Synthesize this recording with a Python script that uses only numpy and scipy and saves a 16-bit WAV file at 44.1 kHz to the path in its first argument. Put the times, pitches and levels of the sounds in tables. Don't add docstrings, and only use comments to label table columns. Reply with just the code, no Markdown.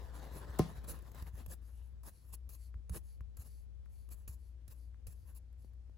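import sys
import numpy as np
from scipy import signal
from scipy.fft import rfft, irfft, next_fast_len
from scipy.io import wavfile
from scipy.ndimage import uniform_filter1d, map_coordinates

SR = 44100
rng = np.random.default_rng(int(sys.argv[2]) if len(sys.argv) > 2 else 0)


def inscribe(sig):
    pcm = np.round(np.clip(np.atleast_2d(sig).T, -1, 1) * 32767)
    wavfile.write(sys.argv[1], SR, pcm.astype(np.int16))


N = 263585

# t/s, depth/dB
HUM_DROPS = [(.69, 3), (1.1, 5.5), (2.17, 17), (3.42, 9), (5.43, 9)]
# middle t/s, length/s, hiss level/dB, dull rub re hiss/dB
BRUSHES = [(0.03, 0.15, -72.5, 12.5), (0.168, 0.089, -60, 6.5), (0.248, .11, -65, 12),
           (0.372, .15, -57, -2.5), (0.703, 0.11, -68.5, 12.5), (.77, 0.085, -65, 9.5),
           (0.845, 0.027, -61, 5.5), (0.902, .075, -41.5, -11), (0.95, 0.086, -58, 4),
           (1.077, 0.12, -67.5, -1), (1.198, 0.17, -63, 9), (1.278, 0.072, -61, 4.5),
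           (1.388, 0.17, -62, 2.5), (2.286, 0.17, -67.5, -9.5), (2.341, 0.047, -46.5, -14.5),
           (3.466, 0.069, -61.5, -6), (4.127, 0.066, -53.5, -10), (4.193, 0.17, -70, -7),
           (5.297, 0.12, -66, -6.5), (5.368, .06, -56.5, -17)]
# t/s, level/dB
FINGER_TAPS = [(0.588, -34), (0.989, -59), (1.022, -59.5), (1.116, -51), (1.147, -53.5), (1.223, -47),
               (3.208, -67), (3.857, -72.5), (4.089, -59.5), (5.528, -73), (5.622, -70), (5.734, -69.5)]
# t/s, landing level/dB, settling t60/s, slide length/s, slide level/dB, dull rub re hiss/dB
PAD_STROKES = [(1.462, -44.5, 0.019, 0.074, -49, -5.5), (2.033, -57, 0.099, 0.055, -50, -4.5),
               (2.491, -55, 0.27, 0.061, -55, -13), (2.895, -45, 0.028, 0.079, -48, -5.5),
               (3.369, -53.5, 0.076, 0.053, -54, -10), (4.277, -45.5, 0.12, 0.067, -59.5, -12),
               (4.679, -53, 0.043, 0.048, -57, -12), (5.068, -51.5, .1, 0.06, -59, -9)]
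# t/s, level/dB
DESK_NUDGES = [(0.49, -41), (0.606, -44), (0.774, -40), (.885, -41.5), (0.901, -42), (1.217, -38),
               (1.333, -39), (1.474, -38.5), (2.75, -40.5), (2.9, -33.5), (2.917, -36.5), (3.203, -40),
               (3.387, -40.5), (4.286, -40.5), (4.686, -46.5), (5.076, -39.5)]
# f/Hz, relative level/dB, t60/s
CLICK_MODES = [(134, -20, 0.62), (164, 5.5, 0.19), (193.3, -7, 0.3), (251, -23, 0.68), (310.5, 3.5, 0.072),
               (418, 3, 0.06), (455, 18, 0.028), (624, -14, 0.15), (748, -3.5, 0.086), (1044, -3.5, 0.083),
               (1218, -14, 0.12), (1290, -30.5, 0.41), (1810, -52, .07)]
# t/s, level/dB, starting f/Hz
KNOB_TICKS = [(1.062, -57, 3480), (1.268, -52, 3620), (2.742, -53.5, 2950), (3.2073, -52, 2840),
              (3.860, -60.5, 2980), (4.944, -61, 3040), (5.646, -57, 855), (5.896, -60.5, 1190)]
# start t/s, end t/s, hiss level/dB, swish f/Hz
KNOB_TURNS = [(1.611, 1.702, -76.5, 4720), (1.652, 1.947, -75.5, 2870), (2.076, 2.29, -73, 4370),
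              (2.575, 2.716, -70, 4500), (3.025, 3.197, -73, 4500), (3.386, 3.671, -71.5, 4530),
              (3.888, 4.12, -76.5, 4500), (4.36, 4.554, -78.5, 4500), (4.73, 4.914, -77, 4560),
              (5.115, 5.305, -77.5, 4630), (5.574, 5.723, -79, 4500)]
# f/Hz, level/dB
AIR_SPECTRUM = [(15, -36.5), (26, -16.5), (40, -2.5), (62, 4.5), (85, 0), (120, -13), (160, -21.5),
                (260, -25), (500, -31.5), (1000, -39.5), (2000, -43.5), (5000, -48), (11000, -54.5),
                (16000, -64.5)]
SKIN_SPECTRUM = [(500, -13), (1900, -39), (2300, -12), (2750, -5), (3200, -21.5), (4000, -8.5), (6000, -7),
                 (7300, -0.5), (8300, -3.5), (9200, -3), (11000, 6), (13000, -0.5), (14600, -3.5),
                 (16000, -3.5)]
DULL_SPECTRUM = [(50, 0.5), (130, 9), (250, -1), (500, -3), (800, -7.5), (1050, -4.5), (1400, -11),
                 (1750, -8.5), (2200, -20.5), (3200, -21), (3900, -17.5), (5000, -24), (9000, -26.5)]
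CRACK_SPECTRUM = [(300, -44), (2000, -1.5), (5000, -5), (7600, 2.5), (9000, -1.5), (10800, -9),
                  (13000, -15.5), (16000, 8.5)]
SCRAPE_SPECTRUM = [(500, 10), (2000, -1), (3200, -1.5), (5000, 0.5), (7500, -6.5), (9000, -6),
                   (11000, -5.5), (16000, -21.5)]
THREAD_SPECTRUM = [(300, -37), (2000, -9.5), (3800, -15), (4500, -9), (5500, -9), (6600, -6.5), (8200, -5),
                   (9100, 5.5), (10000, -3), (10800, 3), (13000, -3), (16000, -16)]
# f/Hz, coherence/0..1
AIR_COHERENCE = [(30, 0.79), (60, 1), (200, .75), (700, 0.083), (16000, 0.061)]
PEN_COHERENCE = [(200, 0.86), (1500, 0.39), (2700, 0.45), (5000, 0.49), (9000, 1)]
# f/Hz, phase/rad
PORT_LEAD = [(0, 0), (2700, .6), (3800, 0), (7500, -.1), (9000, -3.14), (10500, -5.9), (11700, -6.7),
             (13200, -9.4), (14600, -12.2), (16400, -12.9)]
# f/Hz, level/dB
PORT_BALANCE = [(100, -2), (400, 4.5), (700, 3.5), (1400, -1.5), (2500, 6.5), (3900, 0), (5400, 8),
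                (6700, 0.5), (16000, -0.5)]
# f/Hz, t60/s
ROOM_DECAY = [(150, 0.17), (1500, 0.28), (6000, 0.18), (15000, 0.16)]
# f/Hz, level/dB
CLICK_TO_WALLS = [(200, -13.5), (900, -19.0), (2500, -1.5), (12000, -18.5)]


def amp(db):
    return 10 ** (np.asarray(db) / 20)


def unit_rms(x):
    return x / np.sqrt(np.mean(x ** 2) + 1e-20)


def along(points, hz):
    f, values = np.transpose(points)
    return np.interp(np.log(hz + 1), np.log(f + 1), values)


def clock():
    return np.arange(N) / SR


def wobble(rate):
    return map_coordinates(rng.standard_normal(int(N * rate / SR) + 4), [np.arange(N) * rate / SR])


def filtered(x, response):
    size = next_fast_len(N + SR // 2)
    return irfft(rfft(x, size) * response(np.fft.rfftfreq(size, 1 / SR)), size)[..., :N]


def add(track, s, sound):
    part = track[..., round(s * SR):][..., :sound.shape[-1]]
    part += sound[..., :part.shape[-1]]


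def hiss(spectrum, grain_db, patchy_db, coherence=PEN_COHERENCE):
    bins = signal.stft(rng.standard_normal((2, N)), nperseg=512)[2]
    patches = uniform_filter1d(rng.standard_normal(bins.shape[1:]), size=4, axis=0)
    patches = unit_rms(uniform_filter1d(patches, size=12, axis=1))
    slips = signal.istft(bins * amp(patchy_db * patches), nperseg=512)[1][:, :N]
    slips *= amp(grain_db * wobble(1500))

    def mid_side(hz):
        width = np.arccos(np.clip(along(coherence, hz), -1, 1)) / 2
        return amp(along(spectrum, hz)) * [np.cos(width), np.sin(width)]
    mid, side = filtered(slips, mid_side)
    return unit_rms(np.array([mid + side, mid - side]))


def room_tone(hum_hz=60, fade_db_per_s=0.64, dip_s=0.074, whine_hz=510):
    t = clock()
    phase = 2 * np.pi * hum_hz * t + 0.5 * wobble(4.5) + 0.77 * np.array([wobble(1.99), wobble(0.69)])
    dips_db = sum(depth_db * np.exp(-((t - s) / dip_s) ** 2) for s, depth_db in HUM_DROPS)
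    hum_db = -49 - fade_db_per_s * t + 0.1 * wobble(11) - dips_db
    hum = np.sqrt(2) * amp(hum_db) * np.sin(phase)
    whine = amp(-88) * np.sin(2 * np.pi * whine_hz * t + 1.2 * wobble(17))
    air = amp(-57.5) * hiss(AIR_SPECTRUM, grain_db=1.4, patchy_db=0.9, coherence=AIR_COHERENCE)
    return hum * amp([[2.8], [-4.5]]) + (air + whine) * amp([[1.8], [-1.8]])


def strain(break_s, build_db_per_s=18, drop_db=4, ease_db_per_s=17.5, scuff_db=2):
    since = clock() - break_s
    effort_db = np.where(since < 0, build_db_per_s * since, -drop_db - ease_db_per_s * since)
    return amp(effort_db + scuff_db * wobble(30.2))


def brush(middle, length):
    return np.cos(np.pi * np.clip((clock() - middle) / length, -.5, .5)) ** 2


def landing(s, t60, attack_s=0.00068, snap_t60=0.0086):
    age = np.maximum(clock() - s, 0)
    return (amp(1.5 - 60 * age / t60) + amp(-4 - 60 * age / snap_t60)) * (1 - np.exp(-age / attack_s))


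def slide(s, length, release_s=0.0089):
    age = clock() - s
    speed = np.sin(np.pi / 2 * np.clip(age / length, 0, 1)) ** 2.16
    return speed * np.exp(-np.maximum(age - length, 0) / release_s)


def fingers(break_s, skin_db=-3.5, flesh_db=0.9):
    contacts = [(amp(-83) * strain(break_s), 30)]
    contacts += [(amp(db) * brush(middle, length), dull_db) for middle, length, db, dull_db in BRUSHES]
    contacts += [(amp(db) * landing(s, t60=0.024), -2) for s, db in FINGER_TAPS]
    for s, land_db, t60, length, slide_db, dull_db in PAD_STROKES:
        stroke = np.hypot(amp(land_db) * landing(s, t60), amp(slide_db) * slide(s, length))
        contacts.append((stroke, dull_db))
    bright = np.sqrt(sum(force ** 2 for force, _ in contacts))
    dull = np.sqrt(sum((force * amp(dull_db)) ** 2 for force, dull_db in contacts))
    pressure = amp(1.2 * wobble(60))
    skin = bright * amp(skin_db) * hiss(SKIN_SPECTRUM, grain_db=1.5, patchy_db=3.5)
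    flesh = dull * amp(flesh_db + 1.2 * wobble(40)) * hiss(DULL_SPECTRUM, grain_db=2.6, patchy_db=2.4)
    return pressure * (skin + flesh)


def desk(low_hz=69.3, upper_hz=161, swell_s=0.01):
    t, out = np.arange(SR // 4) / SR, np.zeros(N)
    envelope = (t / swell_s) ** 2 * np.exp(2 - 2 * t / swell_s)
    for s, db in DESK_NUDGES:
        low = amp(db) * np.sin(2 * np.pi * low_hz * t)
        upper = amp(2 * db + 23) * np.sin(2 * np.pi * upper_hz * t)
        add(out, s, envelope * (low + upper))
    return out


def bending_wave(t, top_hz, glide_s, life_s):
    phase = 2 * np.pi * top_hz * glide_s * np.log1p(t / glide_s)
    return np.sin(phase) * (1 - np.exp(-2 * t / glide_s)) * np.exp(-(t / life_s) ** 3)


def click(break_s, crack_t60=0.006, scrape_t60=0.24):
    t, knock_s = np.arange(SR // 2) / SR, break_s + .0011
    knock = amp(-18) * bending_wave(t, top_hz=1250, glide_s=.001, life_s=.013)
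    ring = sum(amp(db - 60 * t / t60) * np.sin(2 * np.pi * hz * t) for hz, db, t60 in CLICK_MODES)
    body, crack_envelope, scrape_envelope = np.zeros((3, N))
    add(body, knock_s, knock + amp(-31) * ring * (1 - np.exp(-t / .004)))
    add(crack_envelope, break_s, amp(-26 - 60 * t / crack_t60))
    add(scrape_envelope, knock_s, amp(-46 - 60 * t / scrape_t60))
    crack = crack_envelope * hiss(CRACK_SPECTRUM, grain_db=0, patchy_db=0)
    scrape = scrape_envelope * hiss(SCRAPE_SPECTRUM, grain_db=3, patchy_db=1.5)
    return body + crack + scrape


def ticks(life_cycles=5.5):
    t, out = np.arange(SR // 20) / SR, np.zeros(N)
    thud = amp(-9) * bending_wave(t, top_hz=750, glide_s=0.0015, life_s=0.012)
    for s, db, top_hz in KNOB_TICKS:
        roughness = 1 + 0.13 * rng.standard_normal(len(t))
        chirp = bending_wave(t, top_hz, glide_s=0.00085, life_s=life_cycles / top_hz)
        add(out, s, amp(db) * roughness * (thud + chirp))
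    return out * amp([[1.5], [-1.5]])


def thread(swish_db=-9, swish_width_hz=380):
    t = clock()
    speed, swish = np.zeros((2, N))
    for start, end, hiss_db, swish_hz in KNOB_TURNS:
        progress = np.clip((t - start) / (end - start), 0, 1)
        speed += amp(hiss_db) * np.abs(np.sin(np.pi * progress ** 0.69))
        friction = rng.standard_normal(N)
        resonance = lambda hz: signal.lfilter(*signal.iirpeak(hz, hz / swish_width_hz, SR), friction)
        barrel = unit_rms(resonance(swish_hz) + 0.32 * resonance(1.286 * swish_hz))
        swish += amp(hiss_db + swish_db) * np.sin(np.pi * progress) ** 2 * barrel
    whisper = speed * amp(1.13 * wobble(24.8)) * hiss(THREAD_SPECTRUM, grain_db=2, patchy_db=2)
    return whisper + swish * amp([[1.5], [-1.5]])


def microphone_ports(x):
    half = np.array([[.5], [-.5]])

    def response(hz):
        lead = np.interp(hz, *np.transpose(PORT_LEAD))
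        return np.exp(1j * half * lead) * amp(half * along(PORT_BALANCE, hz))
    return filtered(x, response)


def room(x):
    hz, t, bins = signal.stft(rng.standard_normal((2, SR // 2)), SR, nperseg=256)
    tail = signal.istft(bins * amp(-60 * t / along(ROOM_DECAY, hz)[:, None]), SR, nperseg=256)[1]
    tail = np.pad(tail / np.linalg.norm(tail[0]), ((0, 0), (SR // 200, 0)))
    return signal.fftconvolve(x.mean(0)[None], tail, axes=1)[:, :N]


def scene(break_s=0.5927):
    snap = click(break_s)
    handling = fingers(break_s) + thread() + ticks()
    close = microphone_ports(snap + handling + desk())
    to_walls = filtered(snap, lambda hz: amp(along(CLICK_TO_WALLS, hz))) + amp(-23) * handling
    return close + room(to_walls) + room_tone()


def record(dry):
    top_hz = 15900
    return filtered(dry, lambda hz: 1 / (1 + (hz / top_hz) ** 120))


dry = scene()
out = record(dry)
inscribe(out)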